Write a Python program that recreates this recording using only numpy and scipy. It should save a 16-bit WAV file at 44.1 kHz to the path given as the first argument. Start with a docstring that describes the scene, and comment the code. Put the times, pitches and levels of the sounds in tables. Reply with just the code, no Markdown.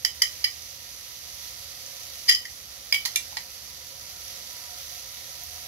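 """Frying and stirring in a small kitchen

Stove to the right of a phone with two microphone ports: vegetables fry as dense noise clicks in flickering bands,
narrow noises make the pan hum, and larger oil bubbles spit as short damped tones.
A steel spoon taps and stirs in a hand-held glass: noise cracks with fading sines, echoed by the kitchen.
An appliance rumbles in the background: shaped noise, a swelling motor drone and a mains hum."""
import sys
import numpy as np
from scipy import signal
from scipy.fft import rfft, irfft, next_fast_len
from scipy.io import wavfile
from scipy.ndimage import uniform_filter1d

SR = 44100
rng = np.random.default_rng(int(sys.argv[2]) if len(sys.argv) > 2 else 0)


def store_pcm(level_fs):
    """Save levels as 16-bit WAV."""
    pcm = np.round(np.clip(level_fs, -1, 1) * 32767).astype(np.int16)
    wavfile.write(sys.argv[1], SR, np.atleast_2d(pcm).T)


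N = 250047

# how hard the food fries, before the split between the ports: [t/s, level/dB]
FRY_LEVEL = [(0.0, -43), (0.33, -40), (0.75, -42.5), (1.36, -40), (2.3, -40), (2.46, -43), (2.75, -42.5),
             (3.13, -40.5), (3.45, -42), (3.9, -41.5), (4.55, -39), (5.2, -40.5), (5.67, -39.5)]
# colour of the frying ahead of the tilt, relative: [f/Hz, level per Hz/dB]
FRY_COLOUR = [(650, -55), (1100, -14), (1300, -14), (1510, -19.5), (1930, -8), (2460, -11.5), (4300, -4),
              (4770, -1.5), (5200, -4), (6000, 0), (7140, -12), (8360, -18), (9240, -16), (11300, -6.5),
              (12500, -8.5), (15800, -18)]
# three groups of pan modes, each mode relative to its group: [f/Hz, width/Hz, level/dB]
PAN_MODES = [
    [(717.7, 7.4, 6), (626.6, 12, -0.5), (770, 16, -8)],
    [(970, 10.5, 7.5), (1310, 140, 9)],
    [(539.5, 27.5, 5), (506, 10, -5)],
]
# drive of each group: [rms level at the start for usual frying/dB, gain per dB of frying/dB, growth/(dB/s)]
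PAN_DRIVE = [(-74, 2.5, 1.5), (-72.5, 1.4, 0.5), (-66, 0.1, 0.22)]
# room tone, relative: [f/Hz, level per Hz/dB]
ROOM_TONE_COLOUR = [(12, -62), (20, -22), (42, -12), (65, -1), (123, -14), (142, -6.5), (250, -9),
                    (382, -9.5), (528, -11.5), (659, -11), (700, -3), (823, -8.5), (987, -17.5),
                    (1050, -17.5), (2500, -11), (3250, -35), (5500, -120)]
# likeness of the room tone at the two ports: [f/Hz, left-right correlation]
PORT_LIKENESS = [(60, 1), (130, 0.83), (290, 0.88), (640, 0.21), (1400, 0.79)]
# motor drone resonances, relative: [f/Hz, width/Hz, level/dB]
DRONE_MODES = [(60.4, 13, -2.5), (77.5, 13.5, 0)]
# rough level of the motor drone, which wavers by chance, ahead of its swell: [t/s, level/dB]
DRONE_ROUGH_LEVEL = [(0.0, -60.5), (2.5, -61.5), (3.4, -63.5), (3.7, -60.5), (4.7, -64), (5.67, -57.5)]
# spoon blows, and at 2.276 s a soft swell of noise and ringing just before the blow at 2.293 s;
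# levels ahead of the onset, the left-right split and the high-pass: [t/s, noise level/dB, rise/s,
# fade length factor, left minus right/dB, slope of the ring/(dB/octave), then level/dB of the spoon's ring,
# its treble shimmer, and the belly, rim, wall and gripped base of the glass]
BLOWS_AND_SWELL = [(0.047, -11, 0.0025, 0.61, -5.5, 1, -25.5, -27.5, -27, -36, -51, -42),
                   (0.217, -9.5, 0.0038, 0.8, -4, 0.1, -22.5, -25, -22, -35.5, -62, -45),
                   (0.441, -15.5, 0.0025, 0.67, -6, 10.5, -29.5, -32.5, -22.5, -27.5, -35, -37.5),
                   (2.276, -9.5, 0.0174, 0.25, 0.7, 8, -28, -33, -27.5, -30, -40, -38),
                   (2.293, -14, 0.0023, 1.22, -1, 2, -21, -23, -19, -43, -28.5, -57),
                   (2.311, -16, 0.0014, 0.39, -2, 1, -25, -46, -29, -43, -37, -53),
                   (2.322, -19, 0.0014, 0.74, -3, 6, -29, -30, -35, -45, -49, -55),
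                   (2.344, -20, 0.0048, 0.76, -4, 7, -32, -40, -47, -57, -56, -57),
                   (2.452, -38, 0.0019, 1.16, -5, 3, -49, -45, -38.5, -62, -62, -60),
                   (2.924, -12, 0.0014, 0.68, -6, 1, -25, -48, -30.5, -20, -30, -42),
                   (2.943, -11.5, 0.00082, 0.95, -2.5, -14, -22, -38, -36, -21.5, -39, -68),
                   (3.051, -21, 0.0017, 0.89, -10, 5, -44, -41, -47, -56, -43, -36),
                   (3.056, -14.5, 0.0018, 0.89, -4.5, 4, -40, -34, -33.5, -48, -44, -34),
                   (3.158, -11, 0.0017, 0.71, -4.5, 6, -46, -22.5, -33.5, -38, -22, -54),
                   (3.325, -41, 0.0012, 1.4, -7, -4.5, -59, -56, -65, -62, -59, -55),
                   (3.369, -35.5, 0.0011, 0.59, -4.5, 0.5, -39, -37, -32.5, -38, -36.5, -32.5),
                   (3.376, -32, 0.001, 0.41, -3, 2, -42, -57, -37, -55, -46, -39)]
# glass and spoon modes in groups that sound together: [f/Hz, ...] for each group
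RING_HZ = [
    [860, 1000],
    [1195],
    [1885, 1920, 2022],
    [2230, 2279],
    [2357, 2760, 3560, 3960, 8780],
    [3010, 3070, 3240],
    [4130, 4380, 4650],
    [4870, 4918, 5040],
    [5540, 5755, 6020, 6290],
    [6780, 7335, 7650],
    [10800, 10995, 11150],
    [11850, 12400, 12850, 13750],
]
# the same modes, relative to their group: [level/dB, t60/s before the length factor]
RING_FADE = [
    [(0.15, 0.08), (-1.2, 0.072)],
    [(0, 0.58)],
    [(-3, 0.078), (-6, 0.16), (0.5, 0.079)],
    [(-0.5, 0.14), (1, 0.17)],
    [(-2.5, 0.11), (-4.5, 0.076), (-0.5, 0.062), (-4, 0.089), (-7, 0.12)],
    [(-6.5, 0.32), (-1.5, 0.17), (-5, 0.1)],
    [(0.5, 0.13), (3, 0.024), (-5, 0.08)],
    [(-6, 0.075), (7, 0.084), (3.5, 0.084)],
    [(7, 0.025), (0.66, 0.025), (4.5, 0.014), (2, 0.16)],
    [(-2.5, 0.019), (-9, 0.068), (-9.5, 0.2)],
    [(-0.5, 0.09), (-10, 0.06), (-2, 0.055)],
    [(-18, 0.035), (-16, .04), (7, 0.061), (-14, .04)],
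]
# the part of spoon or glass that each group belongs to: [name]
RING_PART = ["base", "belly", "belly", "rim", "wall", "spoon", "base", "spoon", "shimmer", "shimmer",
             "shimmer", "wall"]
# each group against its part: [level/dB]
RING_GROUP_DB = [-1, -35, 0.5, -0.5, 0, 0, 2, -0.4, -2.5, -2, -1.5, -10]
# loud spits of oil, ahead of onset and decay: [t/s, level/dB, f/Hz]
SPITS = [(1.404, -24, 5800), (1.863, -20, 6000), (3.457, -34, 5530), (5.437, -14, 13200),
         (5.472, -20, 11200), (5.484, -30, 13500)]
# the far (left) port of the phone, shadowed from the stove: [f/Hz, level/dB, phase lag/rad]
FAR_PORT = [(300, 0.5, .1), (663, -3, 1.33), (1370, -1, 1.5), (2400, 1.5, 0.27), (3240, 1, 2),
            (4730, -1.5, 2.3), (5730, -4.5, 1.57), (7100, 0.5, 2.15), (11000, -3, 2.1), (13300, -7, 5.4),
            (16000, 0, 3.5)]

FRY_USUAL_DB, FRY_DIFFUSE_DB = -41, 5
FRY_TILT_DB_PER_OCTAVE, FRY_LEFT_MINUS_RIGHT_DB = 0.97, -4  # the split comes on top of the far port's shadow
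ROOM_TONE_DB, MAINS_DB, MAINS_HZ = -59, -67.5, 119.5
DRONE_SWELL_DB, DRONE_SWELLS_PER_S = 1.2, 5.28
CRACK_TILT_DB_PER_OCTAVE, CRACK_T60_S = 0.4, 0.08  # t60 before the length factor
KITCHEN_T60_S, KITCHEN_DB = 0.2, -6
TOP_HZ = 15750


def undb(db):
    """Decibels to gain."""
    return 10 ** (np.asarray(db) / 20)


def level(x, db):
    """Scale to an rms level."""
    return x * undb(db) / np.sqrt(np.mean(x ** 2))


def over_hz(table, column, size):
    """A table column at every bin of a spectrum, joined on a log-frequency axis."""
    table = np.array(table, float)
    bins_hz = np.fft.rfftfreq(size, 1 / SR)
    return np.interp(np.log(bins_hz + 1), np.log(table[:, 0]), table[:, column])


def shape(x, gain):
    """Multiply the spectrum by a real or complex gain."""
    size = next_fast_len(N)
    return irfft(rfft(x, size) * gain(size), size)[..., :N]


def walk(rate):
    """Random levels held 1 / rate s and slewed twice; spread near 1."""
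    hold = int(SR / rate)
    steps = np.repeat(rng.standard_normal(N // hold + 1), hold)
    return 1.3 * uniform_filter1d(uniform_filter1d(steps, hold), hold)[:N]


def add(out, s, x):
    """Mix a short sound in at time s."""
    i = int(s * SR)
    out[..., i:i + x.shape[-1]] += x[..., :N - i]


def narrow(hz, width):
    """Two unrelated noises ringing in one resonance."""
    sos = signal.butter(1, [hz - width / 2, hz + width / 2], "bandpass", fs=SR, output="sos")
    return level(signal.sosfilt(sos, rng.standard_normal((2, N))), 0)


def ports(near, far):
    """The stove side reaches the right port directly and the left one shadowed and late."""
    left = shape(far, lambda n: undb(over_hz(FAR_PORT, 1, n)) * np.exp(-1j * over_hz(FAR_PORT, 2, n)))
    return np.array([left, near])


def fry_db():
    """How hard the food fries, at every sample."""
    return np.interp(np.arange(N) / SR, *np.transpose(FRY_LEVEL))


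def bursts(per_s, scatter_db):
    """Tiny bubbles burst at random: clicks whose sizes have a long tail."""
    hits = rng.random(N) < per_s / SR
    return hits * rng.standard_normal(N) * undb(scatter_db * rng.exponential(size=N))


def bubbling(per_s, sparse_db):
    """Steam bursts in the oil: a dense steady layer and a sparse one that wavers in level."""
    dense = level(bursts(per_s, 1.5), 0)
    sparse = level(bursts(700, 1.5), sparse_db)
    return dense + sparse * undb(1.5 * walk(15))


def frying():
    """Dense bursts, direct and scattered by the room, in bands that flicker; the cook's body changes what arrives."""
    shared = bubbling(9000, -9)
    # bubbles all over the pan and their reflections reach each port by its own path
    apart = np.array([bubbling(12000, -11) for _ in range(2)])
    both = shared + undb(FRY_DIFFUSE_DB) * apart
    both = shape(both, lambda n: undb(over_hz(FRY_COLOUR, 1, n)))
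    out = 0
    surge_db = 0.5 * walk(24.53)  # common to all bands
    edges_hz = [900, 1800, 2800, 4200, 5400, 7000, 9500, 12500, 18000]
    for lo, hi in zip(edges_hz, edges_hz[1:]):
        band = shape(both, lambda n: np.abs(np.fft.rfftfreq(n, 1 / SR) - (lo + hi) / 2) <= (hi - lo) / 2)
        flicker_db = 0.5 * walk(14)
        tilt_db = FRY_TILT_DB_PER_OCTAVE * np.log2(hi / 7000)
        out = out + band * undb(surge_db + flicker_db + tilt_db)
    split_db = np.array([[FRY_LEFT_MINUS_RIGHT_DB], [-FRY_LEFT_MINUS_RIGHT_DB]]) / 2
    return level(ports(out[1], out[0]), 0) * undb(fry_db() + split_db)


def pan_hum():
    """Bursts keep the pan's low modes ringing: narrow noises whose levels follow the frying level."""
    out = 0
    for modes, (usual_db, follow, growth_db_per_s) in zip(PAN_MODES, PAN_DRIVE):
        follow_db = follow * (fry_db() - FRY_USUAL_DB)
        swell_db = usual_db + follow_db + growth_db_per_s * np.arange(N) / SR
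        for hz, width, db in modes:
            common, own = narrow(hz, width)
            far = 0.57 * common + 0.3 * own
            out = out + np.array([far, common]) * undb(db + swell_db + 1.6 * walk(8.0))
    return ports(out[1], out[0])


def room_tone():
    """Broad background noise; mid and side signals set how alike the two ports are at each frequency."""
    colour = lambda n: undb(over_hz(ROOM_TONE_COLOUR, 1, n))
    like = lambda n: np.clip(over_hz(PORT_LIKENESS, 1, n), 0, 1)
    mid = shape(rng.standard_normal(N), lambda n: colour(n) * np.sqrt(1 + like(n)))
    side = shape(rng.standard_normal(N), lambda n: colour(n) * np.sqrt(1 - like(n)))
    return level(np.array([mid + side, mid - side]), ROOM_TONE_DB) * undb(0.5 * walk(3.3))


def motor_drone():
    """Low resonances in noise, nearly the same at both ports, that swell irregularly."""
    spread = np.array([[1, 0.12], [1, -0.089]])  # a little unrelated noise at each port
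    drone = sum(spread @ narrow(hz, width) * undb(db) for hz, width, db in DRONE_MODES)
    rough_db = np.interp(np.arange(N) / SR, *np.transpose(DRONE_ROUGH_LEVEL))
    return drone * undb(rough_db + DRONE_SWELL_DB * walk(DRONE_SWELLS_PER_S))


def mains_hum():
    """A sine whose level wavers."""
    t = np.arange(N) / SR
    return np.sqrt(2) * undb(MAINS_DB + 1.5 * walk(46)) * np.sin(2 * np.pi * MAINS_HZ * t)


def appliance():
    """The background rumble: room tone, motor drone and mains hum together."""
    return room_tone() + motor_drone() + mains_hum()


def noise_crack(t, after, crack_db):
    """A coloured noise burst, the contact in a blow; separate at each port and stronger at the right."""
    octaves = np.log2((np.fft.rfftfreq(len(t), 1 / SR) + 1) / 5000)
    colour_db = 0.64 * over_hz(FRY_COLOUR, 1, len(t)) + CRACK_TILT_DB_PER_OCTAVE * octaves
    crack = irfft(rfft(rng.standard_normal((2, len(t)))) * undb(colour_db), len(t))
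    fade = undb(crack_db - 60 * after / CRACK_T60_S)
    return crack / np.abs(crack).max() * fade * undb([[-1.5], [1.5]])


def ring_mode(t, after, hz, db, t60):
    """One fading mode of spoon or glass, which radiates differently to the two ports."""
    detune, lag, sway, start, aim = rng.standard_normal(size=5)
    # the hand and the drink shift each mode a little from one sound to the next
    shifted_hz = hz * (1 + 0.0011 * detune)
    left_lag = np.array([[hz / 1400 + 1.81 * lag], [0]])  # rad
    phase = 2 * np.pi * shifted_hz * t + 2 * start - left_lag
    # the spoon turns as it rebounds, so each mode sways away from the phone and back
    facing = 1 + 0.6 * np.cos(2 * np.pi * (40 + 12 * sway) * after + 0.76 * aim)
    shadow_db = np.array([[-1.2 * np.log2(hz / 4000)], [0]])  # the left port loses the treble
    return facing * undb(db + shadow_db - 60 * after / t60) * np.sin(phase)


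def spoon():
    """Blows on the glass, each a short crack and a set of fading modes; one soft swell is made the same way."""
    out, t = np.zeros((2, N)), np.arange(int(.35 * SR)) / SR
    for s, crack_db, rise, length, split_db, slope_db, *parts_db in BLOWS_AND_SWELL:
        part_db = dict(zip(["spoon", "shimmer", "belly", "rim", "wall", "base"], parts_db))
        split = undb(np.array([[split_db], [-split_db]]) / 2)
        onset = split * np.clip(t / rise, 0, 1) ** 1.7
        after = np.maximum(t - rise, 0) / length  # fading time, scaled by the length factor
        sound = noise_crack(t, after, crack_db)
        for group_hz, fades, part, group_db in zip(RING_HZ, RING_FADE, RING_PART, RING_GROUP_DB):
            db = part_db[part] + group_db
            if part in ("spoon", "base"):
                # the spot of contact tips the ring to the low or the high modes
                db += slope_db * np.log2(group_hz[0] / 2750.0)
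            for hz, (mode_db, t60) in zip(group_hz, fades):
                sound = sound + ring_mode(t, after, hz, db + mode_db, t60)
        add(out, s, onset * sound)
    # small things radiate no bass
    return signal.sosfilt(signal.butter(2, 620., "highpass", fs=SR, output="sos"), out)


def kitchen(x):
    """Reflections from cupboards and walls: a different decaying scatter at each port."""
    t = np.arange(int(.5 * SR)) / SR
    fade = undb(-60 * t / KITCHEN_T60_S) * np.clip(t / 0.0035, 0, 1)
    tail = rng.standard_normal((2, len(t))) * fade
    tail *= undb(KITCHEN_DB) / np.sqrt(np.sum(tail ** 2, axis=1, keepdims=True))
    return signal.fftconvolve(x, tail, axes=1)[:, :N]


def spits():
    """Single larger bubbles: a few damped cycles each."""
    out, t = np.zeros(N), np.arange(400) / SR
    for s, db, hz in SPITS:
        cycles = t * hz
        envelope = np.exp(-cycles / 4.2) * np.clip(cycles / 1.4, 0, 1)
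        add(out, s, undb(db) * np.sin(2 * np.pi * cycles) * envelope)
    return ports(out, out)


def scene():
    """Everything in the kitchen; the sharp sounds also come back from the walls."""
    sharp = spoon() + spits()
    return sharp + kitchen(sharp) + frying() + pan_hum() + appliance()


def record(dry):
    """The phone rounds only the loudest peaks and cuts the top."""
    rounded = dry / (1 + (dry / .88) ** 6) ** (1 / 6)
    return signal.sosfilt(signal.ellip(16, .3, 100, TOP_HZ, fs=SR, output="sos"), rounded)


dry = scene()
out = record(dry)
store_pcm(out)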